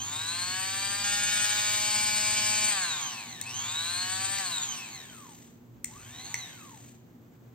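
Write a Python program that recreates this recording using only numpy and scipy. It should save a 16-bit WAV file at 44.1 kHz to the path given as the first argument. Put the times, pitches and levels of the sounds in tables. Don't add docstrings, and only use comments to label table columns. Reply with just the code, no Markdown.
import sys
import numpy as np
from scipy import signal
from scipy.fft import rfft, irfft, next_fast_len
from scipy.io import wavfile
from scipy.ndimage import uniform_filter1d, map_coordinates

SR = 44100
rng = np.random.default_rng(int(sys.argv[2]) if len(sys.argv) > 2 else 0)


def wav_out(sig):
    wavfile.write(sys.argv[1], SR, np.round(np.clip(np.atleast_2d(sig).T, -1, 1) * 32767).astype(np.int16))


N = 332514
T = np.arange(N) / SR
FULL_SPEED, CRAWL_SPEED = 200, 20

# on/s, off/s, pull on the shaft/(turns/s^2), hum level/dB
POWER = [(-1, 2.693, 982.2, -52.5), (3.412, 4.391, 990.4, -54), (5.844, 6.337, 509.1, -62)]
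RATTLE_CUES = (1.03, 1.45, 1.95, 2.72, 3.42)


def gain_of(db):
    return 10 ** (np.asarray(db) / 20)


def unit_rms(x):
    return x / np.sqrt(np.mean(x ** 2) + 1e-20)


def curve(points, hz):
    f, value = np.transpose(points)
    return np.interp(np.log(hz + 1), np.log(f + 1), value)


def colour(x, gain):
    size = next_fast_len(N + 4096)
    return irfft(rfft(x, size) * gain(np.fft.rfftfreq(size, 1 / SR)), size)[..., :N]


def peak(hz, centre, width):
    return 1 / (1 + (2 * (hz - centre) / width) ** 2)


def waver(grain, shape=N):
    noise = rng.standard_normal(shape)
    return unit_rms(uniform_filter1d(uniform_filter1d(noise, int(grain), 0), int(grain), 0))


def gate(on, off, ramp_s):
    return np.clip(np.minimum(T - on, off - T) / ramp_s, 0, 1)


def shaft_speed():
    surge, surge_s, step_s = 2.4, .015, .002
    friction, drag = 99.74, .6973
    quarter_pull_speed = 214.2
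    t = np.arange(0, N / SR + step_s, step_s)
    pulls = sum(drive * np.clip(np.minimum(t - on, off - t) / step_s + .5, 0, 1)
                * (1 + surge * np.exp(-np.maximum(t - on, 0) / surge_s)) for on, off, drive, _ in POWER)
    speed = [127.8]
    for pull in pulls[:-1]:
        now = speed[-1]
        acceleration = pull / (1 + now / quarter_pull_speed) ** 2 - friction - drag * now
        speed.append(max(now + step_s * acceleration, 0))
    return np.interp(T, t, speed)


def casing_db(hz):
    # f/Hz, level/dB
    response = [(240, -56), (400, -28), (520, -30), (573, -23), (640, -19), (770, -8), (831, -11),
                (1100, -6), (1290, -16), (1560, -7), (2020, -12), (2260, -5), (3410, -8), (4030, -3),
                (4800, -7), (5490, -13), (8600, -6), (11200, -36), (18900, -120)]
    return curve(response, np.clip(hz, 400, 8600))


def spin(turns, orders, wander_db, slip, voiced_at=None):
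    frames, (order, db) = N // 512 + 2, np.transpose(orders)
    db = db - 10 * np.log10(np.sum(gain_of(db) ** 2) / 2)
    if voiced_at:
        db = db - casing_db(order * voiced_at)
    grid = (frames, len(order))
    drift_db = wander_db * np.minimum(.3 + order / 20, 1) * waver(2, grid)
    phase = rng.random(len(order)) + slip * order * np.cumsum(rng.standard_normal(grid), 0)
    lines = np.zeros((frames, 1025), complex)
    lines[:, np.round(2 * order).astype(int)] = 1024 * gain_of(db + drift_db) * np.exp(2j * np.pi * phase)
    waves = irfft(lines, axis=1)
    looped = np.c_[waves, waves[:, 0]]
    return map_coordinates(looped, [T * SR / 512, turns / 2 % 1 * 2048], order=1)


def shaft(speed, turns, boost_db):
    smooth_db = [-19, -27, -21, -6, -11, -7, -16, -5, -4, -9, -11, -5, -8, -12, -10, -7, -10, -11, -8, -7,
                 -10, -14, -2, -9, -13, -12, -14, -22, -23, -19, -14, -16, -20, -21, -19, -15, -16, -12,
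                 -11, -13, -14, -12, -10, -13]
    loose_db = [-11, -8, -28, -26, -34, -14, -24, -7, -26, -16, -17, -11, -13, -1, -9, 0, -5, -2, -24, -13,
                -18, -2, -11, -1, -15, -7, -8, -3, -8, -5, -14, -7, -13, -3, -7, 0, -8, -14, -11, -7, -14,
                -5, -10, -6, -11, -4, -15, -4, -10, -12, -15, -5, -14, -18, -18, -13, -17, -19, -21, -7,
                -12, -9, -14, -10, -11, -7, -15, -20, -20, -15, -11, -9, -11, -14, -15, -20, -11, -17, -9,
                -12, -5, -8]
    settled_db = [-14, -8, -22, -26, -38, -11, -27, -6, -38, -9, -21, -17, -21, -9, -19, -7, -16, -14, -26,
                  -10, -10, 1, -12, -5, -17, -5, -11, -8, -11, -11, -15, -8, -14, -12, -15, -7, -16, -10,
                  -16, -9, -8, -5, -6, -6, -6, -12, -14, -4, -16, -11, -20, -11, -19, -14, -18, -15, -24,
                  -15, -16, -9, -18, -13, -14, -13, -16, -14, -21, -17, -17, -9, -12, -14, -21, -20, -13,
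                  -11, -7, -15, -13, -10, -15, -27]

    def pattern(db, spacing, voiced_at):
        orders = np.c_[spacing * np.arange(1, len(db) + 1), db]
        return spin(turns, orders, wander_db=3, slip=.0006, voiced_at=voiced_at)

    smooth = pattern(smooth_db, spacing=1, voiced_at=191)
    loose = pattern(loose_db, spacing=.5, voiced_at=206)
    settled = pattern(settled_db, spacing=.5, voiced_at=211)
    start, settle_from, settle_to, stop, _ = RATTLE_CUES
    knocking = gate(start, stop, .015)
    settling = np.clip((T - settle_from) / (settle_to - settle_from), 0, 1)
    knock = np.sqrt(1 - settling) * loose + np.sqrt(settling) * settled
    purr = smooth + gain_of(-9) * loose
    level_db = -35.4 + 13 * np.log2((speed + 1) / FULL_SPEED) + boost_db
    vibration = gain_of(level_db) * ((1 - knocking) * purr + knocking * knock)
    return colour(vibration, lambda hz: gain_of(casing_db(hz)) / (1 + (190 / (hz + 1)) ** 4))


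def commutator_whine(speed, turns, running):
    # shaft order, level/dB
    bar_orders = [
        [(24, 0), (23, -5), (25, -11), (22, -20)],
        [(48, 0), (47, -4), (49, -5), (46, -9), (50, -9), (72, -11), (71, -16), (73, -16)],
    ]
    # f/Hz, width/Hz, level/dB
    formants = [(880, 190, -59), (1150, 300, -53), (1500, 300, -62), (1790, 200, -56), (2070, 200, -53),
                (2600, 190, -41), (3130, 380, -45), (3860, 480, -35), (4300, 300, -38.5), (4700, 300, -49),
                (5650, 600, -37), (6330, 550, -31), (6850, 500, -34), (7450, 700, -34), (8300, 500, -35)]
    tone, overtones = (spin(turns, orders, wander_db=2, slip=.0014) for orders in bar_orders)
    overtone_gain = gain_of(-10) / (1 + (58 / (speed + 1)) ** 8)
    rasp = gain_of(3 * waver(.002 * SR))
    buzz = running * rasp * (tone + overtone_gain * overtones)
    return colour(buzz, lambda hz: sum(gain_of(db) * peak(hz, f, width) ** 1.5
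                                       for f, width, db in formants))


def brush_hiss(speed, turns, boost_db):
    # f/Hz, level/dB
    spectrum = [(300, -16), (600, -10), (1000, 1), (1300, -3), (1700, 7), (2300, 7), (3300, 7), (4000, 6),
                (4700, 4), (5400, 2), (6200, 8), (7000, 7), (8300, 4), (8600, 2), (10000, 0), (11000, -40)]
    band_hz = 3300
    level_db = -52 + .095 * (speed - FULL_SPEED) + boost_db
    pressure = 1 + .21 * np.cos(2 * np.pi * turns) + .32 * np.cos(4 * np.pi * turns)
    hiss = colour(pressure * rng.standard_normal(N), lambda hz: gain_of(curve(spectrum, hz)))
    return gain_of(level_db) * hiss * np.sqrt(SR / 2 / band_hz)


def frame_ring(speed):
    # f/Hz, width/Hz, level/dB
    modes = [(7120, 83, -16), (7630, 45, -11), (8140, 100, -8), (8460, 74, 0)]
    shake = rng.standard_normal(N)
    ring = colour(shake, lambda hz: sum(gain_of(db) * peak(hz, f, width) for f, width, db in modes))
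    level_db = -42.5 + .17 * (speed - FULL_SPEED) + 2.5 * waver(1300)
    return gain_of(level_db) * unit_rms(ring)


def motor(speed, turns, running):
    powered_db = .3 * sum(gate(on, off, .02) for on, off, _, _ in POWER)
    start, _, _, stop, quiet = RATTLE_CUES
    shaken = gate(start, quiet, .015) * np.clip((quiet - T) / (quiet - stop), 0, 1) ** .5
    body = shaft(speed, turns, boost_db=powered_db + 4 * shaken)
    whine = commutator_whine(speed, turns, running)
    hiss = brush_hiss(speed, turns, boost_db=powered_db + 3 * shaken)
    ring = frame_ring(speed)
    shudder = gain_of(.7 * waver(.015 * SR))
    return shudder * (running * (body + hiss + ring) + whine)


def brush_fizz(speed, turns, running):
    # f/Hz, level/dB
    spectrum = [(10000, -30), (11500, 0), (14900, -1), (15500, -8)]
    likeness = .05
    start, _, _, stop, _ = RATTLE_CUES
    left, spare = rng.standard_normal((2, N))
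    pair = np.array([left, likeness * left + np.sqrt(1 - likeness ** 2) * spare])
    fizz = unit_rms(colour(pair, lambda hz: gain_of(curve(spectrum, hz)) * (hz > 9000)))
    level_db = -50.5 + .088 * (speed - FULL_SPEED) + 4 * gate(start, stop, .015) + .9 * waver(2500)
    scrape = 1 + .35 * np.cos(4 * np.pi * turns)
    return running * gain_of(level_db) * scrape * fizz


def coil_hum(hum_hz=100):
    level = sum(gain_of(db) * gate(on, off, .0082) for on, off, _, db in POWER)
    return np.sqrt(2) * level * gain_of(1.2 * waver(6100)) * np.sin(2 * np.pi * hum_hz * T)


def room_tone():
    # f/Hz, level/dB
    spectrum = [(15, -75), (25, -36), (70, -23.5), (117, -7), (145, -14.5), (236, -12), (263, -12),
                (293, -16), (317, -21.5), (354, -16), (476, -19), (516, -21), (560, -21.5), (8590, -47.5),
                (16000, -36.5)]
    # f/Hz, left-right likeness
    image = [(25, .75), (60, 0.95), (110, .95), (180, .85), (550, 0.5), (1650, 0), (4970, 0.31),
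             (15000, 0.01)]
    # f/Hz, width/Hz, level/dB
    drones = [(120.6, 4.7, -61), (164, 28, -68.5), (239, 13, -62.5), (291.4, 8, -70), (346.3, 18, -72.5)]
    # centre t/s, half length/s, level/dB
    swells = [(2.2, .3, -60), (5.95, .25, -66)]
    left, spare = rng.standard_normal((2, N))
    shared = colour(left, lambda hz: curve(image, hz))
    apart = colour(spare, lambda hz: np.sqrt(1 - curve(image, hz) ** 2))
    pair = np.array([left, shared + apart])
    air = unit_rms(colour(pair, lambda hz: gain_of(curve(spectrum, hz))))
    bed = gain_of(-56.5 + .68 * waver(1000)) * air
    for f, width, db in drones:
        bed += gain_of(db) * unit_rms(colour(pair, lambda hz: peak(hz, f, width)))
    rumble = unit_rms(colour(pair, lambda hz: (hz / 60) ** 4 / (1 + (hz / 62) ** 8)))
    swell = sum(gain_of(db) * np.exp(-((T - at) / half) ** 2) for at, half, db in swells)
    return bed + (gain_of(-79 + 2 * waver(9000)) + swell) * rumble


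def switch_clicks():
    # t/s, peak/dB, brightness/(dB/octave), lever knock/dB, spring ring/dB
    snaps = [(2.69, -23, -3, 0, -11), (3.4131, -21.5, 1, -12, -6), (4.3855, -22, 0, 0, 2),
             (5.8441, -20, 4, -2, -6), (6.3425, -15.5, -3.5, 2, 8)]
    # f/Hz, level/dB, t60/s
    modes = [(2070, 0, .01), (1150, -20, .008), (2700, -10, .007), (3300, -10, .005), (4300, -9, .005),
             (5300, -9, .005), (7200, -4, .007), (8250, -3, .007), (14600, -9, .004), (6000, -2, .008)]
    length = 2000
    out, t = np.zeros(N + length), np.arange(length) / SR
    phases = rng.random((len(snaps), len(modes)))
    cracks = rng.standard_normal((len(snaps), length))
    for (at, peak_db, bright_db, lever_db, spring_db), phase, crack in zip(snaps, phases, cracks):
        struck = np.array(modes, float)
        struck[[0, -1], 1] += lever_db, spring_db
        ring = sum(gain_of(db + bright_db * np.log2(hz / 4000) - 60 * t / t60)
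                   * np.sin(2 * np.pi * (hz * t + p)) for (hz, db, t60), p in zip(struck, phase))
        tick = .25 * np.diff(crack, prepend=0) * np.exp(-t / .00023)
        click = ring * np.minimum(t / .002, 1) + tick
        out[round(at * SR):][:length] += gain_of(peak_db) * click / abs(click).max()
    return out[:N]


def reverb(x, tail_db, echoes=()):
    # f/Hz, t60/s
    decay = [(200, 1), (1000, 0.76), (4000, 0.71), (12000, 0.28)]
    taps = np.zeros((2, SR // 2))
    at = np.arange(300, SR // 2 - 20, 20) + rng.integers(0, 20, (2, (SR // 2 - 301) // 20))
    np.put_along_axis(taps, at, rng.choice([-1., 1.], at.shape), 1)
    hz, t, bands = signal.stft(taps, SR, nperseg=256)
    tail = signal.istft(bands * gain_of(-60 * t / curve(decay, hz)[:, None]), SR, nperseg=256)[1]
    tail *= gain_of(tail_db) / np.linalg.norm(tail[0])
    for delay, db in echoes:
        tail[[0, 1], round(delay * SR) + rng.integers(0, 9, 2)] += gain_of(db)
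    return signal.fftconvolve(x[None], tail, axes=1)[:, :N]


def ports(x):
    # f/Hz, level/dB
    balance = [(110, .5), (300, 3), (1300, -1.5), (2400, 2), (4400, 0.5), (6500, -4), (7500, 7.5),
               (8400, 10.5), (12000, -2.5)]
    # f/Hz, phase/rad
    lead = [(0, 0), (3700, 1.1), (4820, 0.5), (5250, 1.7), (6550, 2.4), (7580, 3.0), (8100, 1.8),
            (8440, 3.0), (10600, 3.3), (11300, 3.3), (11800, 1.2), (13200, -9.2), (15100, -15.7),
            (16300, -12.2)]
    return np.array([colour(x, lambda hz: gain_of(side * curve(balance, hz))
                            * np.exp(1j * side * np.interp(hz, *np.transpose(lead))))
                     for side in (.5, -.5)])


def scene():
    # t/s, level/dB
    echoes = [(.0011, -10), (.008, -18), (.0105, -15), (.0135, -13), (.018, -21), (.024, -22), (.029, -21)]
    speed = shaft_speed()
    turns = np.cumsum(speed) / SR
    running = np.clip(speed / CRAWL_SPEED, 0, 1) ** 2
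    whirr, clicks = motor(speed, turns, running), switch_clicks()
    direct = ports(whirr + clicks + coil_hum())
    scatter = colour(reverb(whirr, tail_db=-12)[0], lambda hz: 1 / (1 + (600 / (hz + 1)) ** 2))
    wide = np.array([scatter, -scatter])
    tails = reverb(whirr, tail_db=-13) + reverb(clicks, tail_db=-9, echoes=echoes)
    return direct + wide + tails + brush_fizz(speed, turns, running) + room_tone()


def record(dry):
    # f/Hz, level/dB
    tone_colour = [(300, -1), (1200, -1), (2500, -1.5), (4000, -1), (5500, -1.5), (6500, 5.5), (7600, 4),
                   (8550, 2), (8750, -5), (9600, -18), (10600, -53), (11400, -40), (11600, 1), (15000, -1)]
    heard = colour(dry, lambda hz: gain_of(curve(tone_colour, hz)))
    lowpass = signal.firwin(511, cutoff=15850, window=("kaiser", 9), fs=SR)
    return signal.oaconvolve(heard, lowpass[None], "same")


dry = scene()
out = record(dry)
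wav_out(out)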